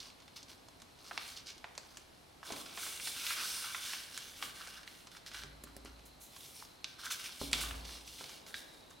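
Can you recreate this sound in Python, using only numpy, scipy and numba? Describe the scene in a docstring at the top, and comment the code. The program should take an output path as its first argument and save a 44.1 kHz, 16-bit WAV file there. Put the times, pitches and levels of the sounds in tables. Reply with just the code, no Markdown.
"""Folding paper on a board

Two hands fold a sheet close by in a small, quiet room. The paper buckles in sharp snaps; a palm sweeps
the crease and fingertips press it flat. Stick-slip friction gives each stroke its drag, hiss and fizz,
with stray crinkles. A hand knocks the board, a low boom swells and fades, and the sheet lifts with a
loud crack."""
import sys
import numpy as np
from scipy import signal
from scipy.fft import rfft, irfft
from scipy.io import wavfile
from numba import njit

SR = 44100
rng = np.random.default_rng(int(sys.argv[2]) if len(sys.argv) > 2 else 0)


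def unload_wav(signal):
    """Save mono or channel-first audio to the path in sys.argv[1] as 16-bit WAV at rate SR, clipped to [-1, 1]."""
    wavfile.write(
        sys.argv[1],
        SR,
        np.round(np.clip(np.atleast_2d(signal).T, -1, 1) * 32767).astype(np.int16),
    )


N = 396900


# sharp paper snaps, short scuffs and the clicks of knocks:
# start_s, level_db, low_edge_hz, high_edge_hz, ring_over_pop_db
TRANSIENTS = [(0.002, -46.5, 4300, 4200, 24), (0.029, -53, 2960, 5200, 0), (0.0559, -64, 3000, 5000, 3),
              (0.101, -57.5, 2500, 6000, 3), (0.202, -60, 2450, 5500, 7), (0.221, -60, 1000, 4500, 2),
              (0.2785, -56, 604, 4460, 6), (0.3625, -57, 1100, 6000, 5), (0.429, -52, 4200, 5500, 16),
              (0.4974, -70, 3020, 5500, 5), (0.685, -56, 600, 6000, -1), (0.8003, -58.5, 597, 5460, 8),
              (0.819, -52.5, 900, 6760, 1), (0.9878, -60.5, 2520, 5500, 9), (1.0686, -57, 3300, 5400, 3),
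              (1.081, -57, 4200, 6000, 3), (1.1111, -41, 720, 1550, -4.5), (1.176, -42.5, 830, 1150, -6),
              (1.1765, -36, 2820, 3500, -6), (1.278, -53, 560, 9800, 12), (1.3726, -47.5, 2830, 5800, 12),
              (1.385, -55, 2600, 5200, -3), (1.4693, -48, 3900, 5400, 12), (1.484, -51, 3900, 5300, 14),
              (1.502, -49.5, 3700, 5000, 14), (1.579, -57, 3500, 6000, 8), (1.6422, -42.5, 750, 2180, -6),
              (1.752, -56, 900, 6000, -2), (1.7778, -41.5, 620, 6260, -3), (1.971, -47.5, 1360, 7600, -2),
              (2.4296, -47.5, 800, 1870, -8), (2.504, -44, 593, 1150, -8), (2.5212, -42.5, 2700, 6740, 14),
              (2.5626, -48, 600, 3500, 2), (2.6614, -49.5, 696, 4500, 2), (2.7744, -43, 793, 2460, 1),
              (2.865, -46, 714, 2100, 15), (2.997, -44, 2230, 2240, 4), (3.072, -38.5, 1285, 3806, 6),
              (3.163, -50, 1090, 2800, 7), (3.266, -38, 2323, 4330, 7), (3.306, -37.5, 1480, 2095, 11),
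              (3.7463, -38, 1150, 2500, 2), (3.933, -40, 1110, 2500, 8), (4.1762, -40, 1500, 7950, -9),
              (4.4254, -37, 1100, 3870, -3), (4.602, -59, 1400, 1590, -1), (4.6664, -53, 1400, 1700, 6),
              (4.673, -49, 730, 6550, 5), (4.831, -54.5, 1410, 5000, 3), (4.8764, -47, 1900, 3700, -9),
              (5.0706, -52, 1046, 6140, 8.5), (5.1158, -57, 1290, 5540, 2), (5.15, -56.5, 1300, 1810, -5),
              (5.1678, -52, 1200, 5500, 10), (5.263, -50.5, 1470, 5940, -10.5), (5.277, -52, 1400, 5800, 0),
              (5.315, -51, 1200, 4500, 3), (5.3445, -45.5, 1192, 4800, 14), (5.4356, -47, 900, 6430, -9),
              (5.6375, -48.5, 330, 12100, 16.5), (5.7654, -50.5, 333, 12500, -5),
              (5.848, -56.5, 330, 10400, 4), (5.8569, -52.5, 1000, 4200, 5), (5.993, -60.5, 565, 3840, 6),
              (6.363, -51, 920, 5100, 21), (6.6239, -50, 955, 1050, -8), (6.8434, -37, 3420, 4000, -10),
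              (6.8438, -55.5, 298, 1410, -9), (7.057, -44, 1200, 6550, 2), (7.1065, -43.5, 1350, 5300, 2),
              (7.123, -41, 2600, 9000, 14), (7.259, -46, 2300, 3190, 12), (7.2922, -52, 1080, 4300, -9),
              (7.4135, -43.5, 380, 800, -4), (7.514, -46, 330, 8000, 22), (7.5306, -27, 2870, 3500, -6),
              (7.5307, -34, 6900, 7900, -20), (7.537, -38, 1020, 3540, -2), (7.637, -42, 1220, 1170, 4),
              (7.7103, -42.5, 1100, 3500, -6), (7.742, -53.5, 700, 1600, 3), (7.8506, -50.5, 2210, 5000, 2),
              (7.892, -53, 700, 2500, 5), (8.0766, -49.5, 2230, 6650, 3), (8.1883, -55, 2000, 5670, 5),
              (8.209, -48.5, 328, 1290, 6), (8.241, -48.5, 400, 4700, 12), (8.294, -50, 850, 7260, 15),
              (8.4642, -53.5, 495, 4500, -0.5), (8.542, -40.5, 1570, 3760, -6), (8.906, -59, 328, 8600, 8)]

def snaps(ring_s=0.0056, spread_s=0.000473, run_s=0.001346, count=4, pan_db=-1.9):
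    """Dispersion: quick pops spread as bending waves; where their noisy ring dominates, a scuff."""
    t = np.arange(SR // 10) / SR
    hz = np.fft.rfftfreq(len(t), 1 / SR)
    travel_cycles = 2 * spread_s * np.sqrt(1000 * hz)  # high bending waves run faster
    strengths = from_db(-5.0 * np.abs(np.arange(count) - 1)) * (-1) ** np.arange(count)
    out = np.zeros(N + len(t))
    for start_s, db, low_hz, high_hz, ring_db in TRANSIENTS:
        lags_s = (np.arange(count) + rng.uniform(-0.49, 0.73, count)).clip(0) * run_s / count
        delays = np.exp(-2j * np.pi * (travel_cycles + lags_s[:, None] * hz))
        pops = irfft(strengths @ delays) * (t < t[-1] / 2)
        ring = rng.standard_normal(len(t)) * np.exp(-t / ring_s)
        pops, ring = (rms_one(ringing_band(part, low_hz, high_hz)) for part in (pops, ring))
        wave = band(pops + from_db(ring_db + 6.0) * ring, 0.17 * low_hz, 4.2 * high_hz)
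        start = max(0, round(start_s * SR))
        out[start:start + len(t)] += from_db(db) * wave / np.std(wave[:SR // 125])  # first 8 ms
    return out[:N] * from_db([[pan_db / 2], [-pan_db / 2]])


# modes of the taut sheet after hard snaps: start_s, level_db, pitch_hz, t60_s
TAUT_MODES = [(6.844, -57.5, 1546, 0.49), (6.844, -47, 3270, 0.06), (7.531, -30, 3420, 0.094),
              (8.542, -42.5, 1600, 0.067), (8.542, -47, 3810, 0.22)]

def rings(width_hz=64):
    """Damped free vibration: a mode dies away, its phase blurred by the moving paper."""
    t = np.arange(SR // 3) / SR
    out = np.zeros(N + len(t))
    for start_s, db, hz, t60 in TAUT_MODES:
        blur = np.cumsum(rng.standard_normal(len(t))) * np.sqrt(2 * np.pi * width_hz / SR)
        start = round(start_s * SR)
        out[start:start + len(t)] += from_db(db - 60 * t / t60) * np.sin(2 * np.pi * hz * t + blur)
    return out[:N]


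# strokes of skin on paper: start_s, swell_s, hold_s, then the grip:
# hiss_db, drag_over_hiss_db, fizz_over_hiss_db, sheet_hz, drag_hz, fizz_hz
STROKES = [(0.0, 0.002, 0.077, -57, -6.5, -5, 4600, 1070, 8500),
           (0.356, 0.0077, 0.0055, -50, -8.5, -7.5, 4470, 1090, 8300),
           (0.477, 0.018, 0.01, -55.5, -8, -4, 4530, 1080, 8600),
           (0.964, 0.13, 0.076, -56.5, -5, -4, 4000, 1090, 8700),
           (1.178, 0.032, 0.059, -52.5, -5, -4, 2300, 1200, 8800),
           (1.254, 0.029, 0.036, -54, -13.5, -1, 3800, 1300, 9200),
           (1.358, 0.0073, 0.012, -50, -23, -9, 4460, 1455, 7000),
           (1.453, 0.013, 0.035, -51, -12.5, -11, 4870, 1500, 7500),
           (1.634, .01, 0.058, -65.5, 0, -18, 2300, 940, 7000),
           (1.782, 0.012, 0.22, -65.5, -2, -3, 4800, 1000, 8700),
           (2.421, 0.046, 0.069, -52.5, 0.5, -0.5, 3120, 960, 9100),
           (2.544, 0.021, 0.05, -51.5, -7, 1.5, 3340, 1090, 9300),
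           (2.622, 0.052, 0.12, -54, -3.5, -4, 2720, 1300, 8500),
           (2.717, 0.12, 0.038, -46.5, -7.5, 3.5, 2180, 1510, 8570),
           (2.984, 0.07, 0.044, -45.5, -17, 3.5, 3830, 1440, 9000),
           (3.127, 0.048, 0.067, -46, -7, -0.5, 2410, 1440, 9100),
           (3.22, 0.037, 0.076, -42, -5.5, 2, 2280, 1450, 10000),
           (3.349, 0.022, 0.04, -42, 0.5, -2, 2200, 1310, 9100),
           (3.397, 0.049, 0.14, -43.5, -6, 1.5, 4330, 1520, 9450),
           (3.602, 0.021, 0.15, -48.5, -1, 1, 3400, 1200, 9300),
           (3.637, 0.0064, 0.018, -48.5, 2, -1, 3500, 1290, 9000),
           (3.747, 0.097, 0.1, -46, -6.5, 0, 2900, 1700, 9150),
           (4.063, 0.078, 0.16, -53.5, -7, -0.5, 3170, 1605, 9300),
           (4.354, 0.022, 0.12, -53, -6, -0.5, 2990, 1520, 9120),
           (4.409, 0.014, 0.033, -49.5, -2.5, 1.5, 2940, 1540, 9300),
           (4.536, 0.02, 0.15, -55, -2.5, -0.5, 3070, 1440, 9100),
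           (4.601, 0.0052, .02, -56.5, 9.5, -12, 3060, 1380, 8000),
           (4.715, 0.03, 0.035, -56.5, 0.5, -3, 2820, 1510, 8800),
           (4.855, 0.02, 0.14, -62, -8, 1, 2900, 1510, 9300),
           (5.105, 0.011, 0.06, -60.5, -1, -1.5, 3070, 1540, 9100),
           (5.256, 0.01, 0.0091, -50.5, -5, -5, 3500, 1580, 8400),
           (5.322, 0.023, 0.055, -50.5, -1, -4.5, 2900, 1650, 8600),
           (5.659, 0.017, .01, -65.5, 6.5, -2, 3000, 1430, 9000),
           (5.851, 0.0082, .008, -60, 9.5, -6, 2960, 1360, 8600),
           (6.052, 0.0041, 0.006, -69.5, -5, 13.5, 4000, 1420, 12000),
           (6.197, 0.02, 0.018, -66.5, -18, 15, 4200, 1430, 11500),
           (6.268, 0.12, 0.079, -59, -17, 5, 3500, 1270, 11300),
           (6.532, 0.024, 0.069, -57.5, -24, 2, 4550, 1150, 10800),
           (6.854, 0.027, 0.034, -59.5, -8, -5, 3300, 1540, 8600),
           (6.98, 0.014, 0.025, -54, 1.5, -3, 3300, 1510, 8840),
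           (7.027, 0.024, 0.010, -47.5, 3.5, -0.5, 3100, 1490, 9200),
           (7.099, 0.014, 0.008, -41, -4, 2, 2840, 1440, 10000),
           (7.178, 0.02, 0.0074, -48, -8, -1, 2800, 1480, 9500),
           (7.229, 0.018, 0.013, -44.5, -11, -1.5, 2520, 1440, 9470),
           (7.296, 0.031, 0.086, -57.5, -11, 2, 2980, 1390, 9300),
           (7.386, 0.027, 0.047, -47.5, -16, 0, 3400, 1300, 9300),
           (7.522, 0.0087, 0.065, -42, -9.5, -3.5, 2970, 1230, 8000),
           (7.598, 0.019, 0.0037, -39.5, -8, 1.5, 2800, 1250, 9000),
           (7.666, 0.024, 0.011, -53.5, -3, 4.5, 2720, 1110, 9500),
           (7.735, 0.023, 0.04, -55.5, -16, -1, 2900, 1000, 9000),
           (7.823, 0.056, 0.075, -50.5, -9.5, -3.5, 3920, 845, 8700),
           (8.048, 0.026, 0.14, -55.5, -14, 0.5, 3120, 1316, 9200),
           (8.162, 0.032, 0.16, -54, -10.5, -2.5, 3080, 1490, 8800),
           (8.456, 0.022, 0.014, -56, -2, 2, 3400, 1600, 9350),
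           (8.535, 0.026, 0.021, -52.5, -7.5, 0.5, 3620, 1690, 9200),
           (8.614, 0.051, 0.11, -67, -19, 1, 3800, 1400, 9400),
           (8.894, 0.0062, 0.01, -61.5, 0, -1, 3600, 1140, 9100)]
# the held sheet's constant stir: the six grip columns above
RESTING_GRIP = (-75.5, -1.5, 1.5, 4000, 1150, 9400)

def hands(release_s=0.021, release_per_swell=0.93):
    """Incoherent addition: strokes sum in power into three gains and three power-weighted pitches."""
    t = np.arange(0, N, 40) / SR
    shapes = [envelope(t, start, swell, hold, release_s + release_per_swell * swell)
              for start, swell, hold, *_ in STROKES]
    shapes = np.array(shapes + [np.ones(len(t))]).T
    grips = [row[3:] for row in STROKES] + [RESTING_GRIP]
    hiss_db, drag_db, fizz_db, sheet_hz, drag_hz, fizz_hz = np.transpose(grips)
    powers = [(shapes * from_db(db)) ** 2 for db in (hiss_db + drag_db, hiss_db, hiss_db + fizz_db)]
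    gains = [np.sqrt(power.sum(axis=1)) for power in powers]
    pitches = [power @ hz / power.sum(axis=1) for power, hz in zip(powers, (drag_hz, sheet_hz, fizz_hz))]
    return [np.interp(np.arange(N) / SR, t, control) for control in gains + pitches]


def slips(per_s, spread_db):
    """Shot noise: fibres catch and let go in uneven impulses, with the same power at any rate."""
    sizes = from_db(spread_db * np.minimum(rng.exponential(1, N), 4))
    return sizes * rng.choice([-1, 1], N) * (rng.random(N) < per_s / SR) / np.sqrt(per_s)


def sliding(drag, hiss, fizz, drag_hz, sheet_hz, fizz_hz, slow_per_s=260, fast_per_s=17000):
    """Stick-slip friction: slips are separate under a light touch and merge under a fast one."""
    per_s = slow_per_s + fast_per_s * (hiss / hiss.max()) ** 1.9
    rasp = slips(per_s * .25, spread_db=2.5)
    grit = slips(per_s, spread_db=2.0)
    dust = slips(12000, spread_db=3.0)
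    wander = 1 + 0.027 * drift(rate=35)  # the fingers never hold quite still
    rub = from_db(-4.5) * drag * finger_drag(rasp, grit, drag_hz * wander)
    rub += from_db(-1.16) * hiss * paper_hiss(rasp, grit, per_s, sheet_hz, wander)
    rub += from_db(-2.95) * fizz * fibre_fizz(dust, fizz_hz)
    flutter_db = 0.62 * drift(rate=110) + 0.29 * drift(rate=24)
    return from_db(flutter_db) * rub


# resonances of the sheet under the fingers: centre_hz, width_hz, gain_db
DRAG_MODES = [(1170, 350, 1.5), (1390, 110, 4.5), (1510, 57, 6), (2000, 230, -3)]

def finger_drag(rasp, grit, drag_hz):
    """Forced resonance: slips drive the pressed sheet, swelling as skin sticks and lets go."""
    gripped = moving_resonance(rasp, drag_hz, width_hz=400)
    body = rms_one(band(resonate(grit, DRAG_MODES), 980, 1830))
    sticking_db = 2.7 * drift(rate=150)
    return rms_one((gripped + from_db(0.5) * body) * from_db(sticking_db))


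# resonances of the sliding sheet: centre_hz, width_hz, gain_db
HISS_MODES = [(2230, 330, -1.5), (2900, 400, -1.5), (3510, 760, 0), (4200, 970, 2.5), (5100, 2340, 0),
              (6170, 1740, -7.5)]

def paper_hiss(rasp, grit, per_s, sheet_hz, wander, upper_gap_hz=1150):
    """Modal overlap: broad resonances blend into a dry hiss; two of them shift with the grip."""
    body = rms_one(band(resonate(grit, HISS_MODES), 2570, 8900))
    lower = moving_resonance(slips(per_s, spread_db=1.5), sheet_hz * wander, width_hz=940)
    upper = moving_resonance(rasp, (sheet_hz + upper_gap_hz) * wander, width_hz=1400)
    return rms_one(body + from_db(-6.0) * lower + from_db(-6.5) * upper)


# spectrum of slipping fibres: frequency_hz, density_db
FIZZ_SPECTRUM = [(4500, -14.5), (6500, 1), (7600, 0.5), (9500, 1), (11500, -1.5), (14000, -4), (16000, -5)]

def fibre_fizz(dust, fizz_hz):
    """Filtered shot noise: dense, tiny slips fill the top octaves, with one moving peak."""
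    broad = colour(slips(7000, spread_db=1.5), FIZZ_SPECTRUM)
    return rms_one(broad + from_db(-5.5) * moving_resonance(dust, fizz_hz, width_hz=4100))


def breadth(fizz):
    """An extended source: part of the broad sheet's fizz differs between left and right."""
    side = rms_one(band(colour(slips(5000, spread_db=-7.0), FIZZ_SPECTRUM), 4500, 6200))
    return from_db(-21.0) * fizz * side * [[1], [-1]]


def crinkles(hiss, decay_s=0.0019):
    """Snap-through: tiny wrinkles flip in the moving sheet; sparse ticks go on while it is held."""
    t = np.arange(SR // 100) / SR
    grains = rng.standard_normal((2, len(t))) * np.exp(-t / decay_s)
    flips = signal.oaconvolve(slips(per_s=49.0, spread_db=2.0), grains[0])[:N]
    ticks = signal.oaconvolve(slips(per_s=14, spread_db=3.0), grains[1])[:N]
    tick_gain = from_db(-61.5) * (hiss / hiss.max()) ** 0.75
    return (from_db(-14.5) * hiss * rms_one(band(flips, 2300, 4200))
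            + tick_gain * rms_one(band(ticks, 1150, 6600)))


# peaks and hollows that colour every rub: centre_hz, width_hz, gain_db
SHEET_MODES = [(1535, 86, 4), (1900, 380, -2.5), (2310, 110, 2.5), (2550, 150, -3), (2794, 104, 4.5),
               (3500, 120, 2.5), (4160, 170, 2), (4520, 200, -0.5), (5400, 170, 2), (6120, 220, 4.5),
               (6750, 340, -1.5), (9300, 500, 1)]

def sheet_modes(x, vary_db=2.0):
    """Standing waves: each keeps its pitch, but grows and shrinks a little as the hands move."""
    out = x
    for hz, width, db in SHEET_MODES:
        rung = signal.lfilter(*signal.iirpeak(hz, hz / width, fs=SR), x)
        out = out + (from_db(db + vary_db * drift(rate=9)) - 1) * rung
    return out


# the whole sheet bends: start_s, swell_s, hold_s, level_db
FLAPS = [(1.08, 0.038, 0.018, -64.5), (2.46, 0.046, 0.026, -54), (2.66, 0.13, 0.41, -64.5),
         (3.32, 0.079, 0.0082, -60.5), (3.8, 0.089, 0.46, -72.5), (4.38, 0.037, 0.017, -61.5),
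         (7.4, 0.018, 0.028, -59), (7.52, 0.047, 0.033, -53), (7.62, 0.074, 0.18, -62.5),
         (8.18, 0.03, 0.61, -65)]
# spectrum of the pushed air: frequency_hz, density_db
FLAP_SPECTRUM = [(70, -19), (140, -4.5), (250, 1), (400, 2), (800, -0.5), (1200, -5.5), (2500, -51)]

def flapping():
    """Radiation from a moving surface: the broad sheet pushes air as it bends."""
    gain = from_db(2.0) * swells(FLAPS, release_s=0.18, rest_db=-73)
    return gain * colour(diffuse(N), FLAP_SPECTRUM)


# hands meet the board: start_s, level_db, most_excited_hz
KNOCKS = [(2.521, -46, 280), (5.436, -54, 346), (5.446, -46.5, 160), (5.639, -48, 440), (5.767, -49, 436),
          (5.85, -47, 460), (7.4148, -36.5, 277), (7.531, -39, 220), (8.21, -55, 351)]
# modes of the board: pitch_hz, gain_db, t60_s
BOARD_MODES = [(93, -5, 0.34), (146, -8.5, 0.68), (198, -15, 0.12), (245, -3, 0.22), (280, -10, 0.56),
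               (319, -5, 0.11), (406, 0.5, 0.066), (564, 0.5, 0.036), (720, -3, 0.04)]

def knocks(variety_db=2.5):
    """Impact excitation: a soft blow gives a dull push and rings the modes in a new mix each time."""
    start_s, blow_db, contact_hz = np.transpose(KNOCKS)
    starts = np.round(start_s * SR).astype(int)
    blows = np.zeros(N) + 1e-18
    blows[starts] = from_db(blow_db)
    out = from_db(17.0) * band(blows, 160, 510)
    for hz, db, t60 in BOARD_MODES:
        octaves_off = np.abs(np.log2(hz / contact_hz))
        blows[starts] = from_db(blow_db + db - 10.0 * octaves_off + rng.normal(0, variety_db, len(starts)))
        r, w = from_db(-60 / (t60 * SR)), 2 * np.pi * hz / SR
        out += signal.lfilter([0, np.sin(w)], [1, -2 * r * np.cos(w), r * r], blows)
    return out


# swells of the low boom: start_s, swell_s, hold_s, level_db
BOOMS = [(4.1, 0.41, 0.21, -75), (5.25, 0.14, 0.32, -63), (5.72, 0.14, 0.082, -60),
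         (7.39, 0.069, 0.14, -53.5), (7.54, 0.13, 0.1, -49)]
# its partials: pitch_hz, gain_db
BOOM_TONES = [(56, 2), (71, -12), (96, -42), (141, -18), (274, -14.5)]

def boom(waver_hz=0.93):
    """Random frequency modulation: deep tones waver, with a little rumble around them."""
    tones = sum(from_db(db) * np.sin(2 * np.pi * np.cumsum(hz + waver_hz * drift(rate=12)) / SR)
                for hz, db in BOOM_TONES)
    rumble = rms_one(band(rng.standard_normal(N), 42, 136))
    return swells(BOOMS, release_s=0.15, rest_db=-84) * (np.sqrt(2) * tones + from_db(-9.0) * rumble)


# decay of the room: frequency_hz, t60_s
ROOM_DECAY = [(150, 0.19), (500, 0.69), (1500, 0.93), (4000, 0.47), (9000, 0.29), (15000, 0.029)]

def room(x, onset_s=0.00049):
    """Reverberation: diffuse reflections decay exponentially, lasting longest in the midrange."""
    t = np.arange(SR // 2) / SR
    noise, response = diffuse(len(t)), 0
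    edges_hz = np.geomspace(100, 16000, 9)
    for low, high in zip(edges_hz, edges_hz[1:]):
        part = signal.sosfilt(signal.butter(2, [low, high], "band", fs=SR, output="sos"), noise)
        t60 = at_hz(ROOM_DECAY, np.sqrt(low * high))
        response = -response + part * from_db(-60 * t / t60)  # alternating signs leave no gaps
    response = band(response * (1 - np.exp(-t / onset_s)), 93, 10200)
    return signal.fftconvolve(x[None], rms_one(response) / np.sqrt(len(t)), axes=1)[:, :N]


# spectrum of still room air: frequency_hz, density_db
AIR_SPECTRUM = [(15, -36), (25, -5.5), (70, 0), (212, -2.5), (256, -0.5), (451, -5), (695, -4), (840, -4.5),
                (1650, -12), (3920, -13), (4250, -12.5), (6740, -21.5), (12200, -23.5), (14800, -37),
                (16000, -50)]
# a faint narrow hiss: time_s, level_db, centre_hz
WHINE = [(0, -70, 4060), (0.6, -76.5, 4100), (2.3, -86, 4096), (4.5, -90, 4100), (5.1, -71.5, 4100),
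         (6.8, -70, 4020), (8.2, -79, 3900), (8.7, -64.5, 3830), (9, -69, 3900)]

def background(air_db=-60.5, wander_hz=50):
    """Ambient noise: broadband room air, and a faint narrow band that wavers in the treble."""
    time_s, *columns = np.transpose(WHINE)
    db, hz = (np.interp(np.arange(N) / SR, time_s, column) for column in columns)
    whine = moving_resonance(rng.standard_normal(N), hz + wander_hz * drift(rate=26), width_hz=320)
    waver_db = 1.5 * drift(rate=25)
    return from_db(air_db) * colour(diffuse(N), AIR_SPECTRUM) + from_db(db + waver_db) * whine


# left-right likeness of diffuse sound: frequency_hz, coherence_ratio
COHERENCE = [(60, 0.88), (125, 0.72), (250, 0.33), (500, 0), (1300, 0), (2200, 0.28), (4000, 0.43),
             (10000, 0.93)]

def diffuse(size):
    """A diffuse field: white noise from all sides is partly coherent at two nearby points."""
    alike = np.clip(at_hz(COHERENCE, np.fft.rfftfreq(size, 1 / SR)), 0, 1)
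    mid, side = rfft(rng.standard_normal((2, size)))
    return irfft(np.sqrt(1 + alike) * mid + np.sqrt(1 - alike) * side * [[1], [-1]], size)


def from_db(db):
    """Decibels to gain."""
    return np.exp(np.asarray(db) * np.log(10) / 20)


def rms_one(x):
    """Normalisation to unit rms."""
    return x / np.sqrt(np.mean(x ** 2) + 1e-20)


def at_hz(points, hz):
    """Interpolation on a log-frequency axis."""
    f, value = np.transpose(points)
    return np.interp(np.log(hz + 1e-9), np.log(f), value)


def drift(rate):
    """Slow random modulation through `rate` points a second; rms 1."""
    knots = rng.standard_normal(4000)
    return rms_one(np.interp(np.arange(N) / SR * rate, np.arange(len(knots)), knots))


def envelope(t, start, swell, hold, release):
    """Linear rise, hold and exponential decay."""
    age = t - start
    return np.clip(age / max(swell, 1e-4), 0, 1) * np.exp(-np.maximum(age - swell - hold, 0) / release)


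def swells(rows, release_s, rest_db):
    """Power summation of swells over a resting level, as gain per sample."""
    t = np.arange(0, N, 40) / SR
    power = sum((from_db(db) * envelope(t, start, swell, hold, release_s)) ** 2
                for start, swell, hold, db in rows)
    return np.interp(np.arange(N) / SR, t, np.sqrt(power + from_db(rest_db) ** 2))


def colour(x, spectrum):
    """Spectral shaping by a smooth curve; rms 1."""
    return rms_one(irfft(rfft(x) * from_db(at_hz(spectrum, np.fft.rfftfreq(N, 1 / SR))), N))


def band(x, low_hz, high_hz):
    """Second-order high-pass and low-pass."""
    for hz, kind in ((low_hz, "high"), (high_hz, "low")):
        x = signal.sosfilt(signal.butter(2, min(hz, .45 * SR), kind, fs=SR, output="sos"), x)
    return x


def ringing_band(x, low_hz, high_hz, low_q=1.53, high_q=1.31):
    """Underdamped high-pass and low-pass: each rings at its edge."""
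    for hz, q, sign in ((low_hz, low_q, -1), (high_hz, high_q, 1)):
        w = 2 * np.pi * min(hz, .45 * SR) / SR
        damping = np.sin(w) / (2 * q)
        x = signal.lfilter([1, 2 * sign, 1], [1 + damping, -2 * np.cos(w), 1 - damping], x)
    return x


def resonate(x, modes):
    """Modal superposition: parallel resonances of alternating sign; rms 1."""
    out = 0
    for k, (hz, width, db) in enumerate(modes):
        r, w = np.exp(-np.pi * width / SR), 2 * np.pi * hz / SR
        rung = signal.lfilter([1, 0, -1], [1, -2 * r * np.cos(w), r * r], x)
        out = out + (-1) ** k * from_db(db) * (1 - r * r) * rung
    return rms_one(out)


@njit
def glide(x, hz, width_hz):
    """A time-varying resonator, retuned every 16 samples."""
    out, state, pole = np.zeros(len(x)), 0j, 0j
    for i in range(len(x)):
        if i % 16 == 0:
            pole = np.exp(np.pi * (2j * hz[i] - width_hz) / SR)
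        state = state * pole + x[i]
        out[i] = state.real
    return out


def moving_resonance(x, hz, width_hz):
    """Two gliding resonators in cascade, for steep skirts; rms 1."""
    return rms_one(glide(glide(x, hz, width_hz), hz, width_hz))


def scene():
    """Superposition: direct sound from a little to the right, its reflections and the background."""
    drag, hiss, fizz, *pitches = hands()
    sheet = sheet_modes(sliding(drag, hiss, fizz, *pitches) + crinkles(hiss)) + rings()
    direct = (sheet + knocks()) * from_db([[-.45], [.35]]) + snaps() + breadth(fizz)
    return direct + from_db(-11.0) * room(direct.mean(axis=0)) + flapping() + boom() + background()


def record(dry):
    """Band limiting: a steep low-pass at 15.9 kHz."""
    return signal.sosfilt(signal.ellip(12, .1, 80, 15900, fs=SR, output="sos"), dry)


dry = scene()
out = record(dry)
unload_wav(out)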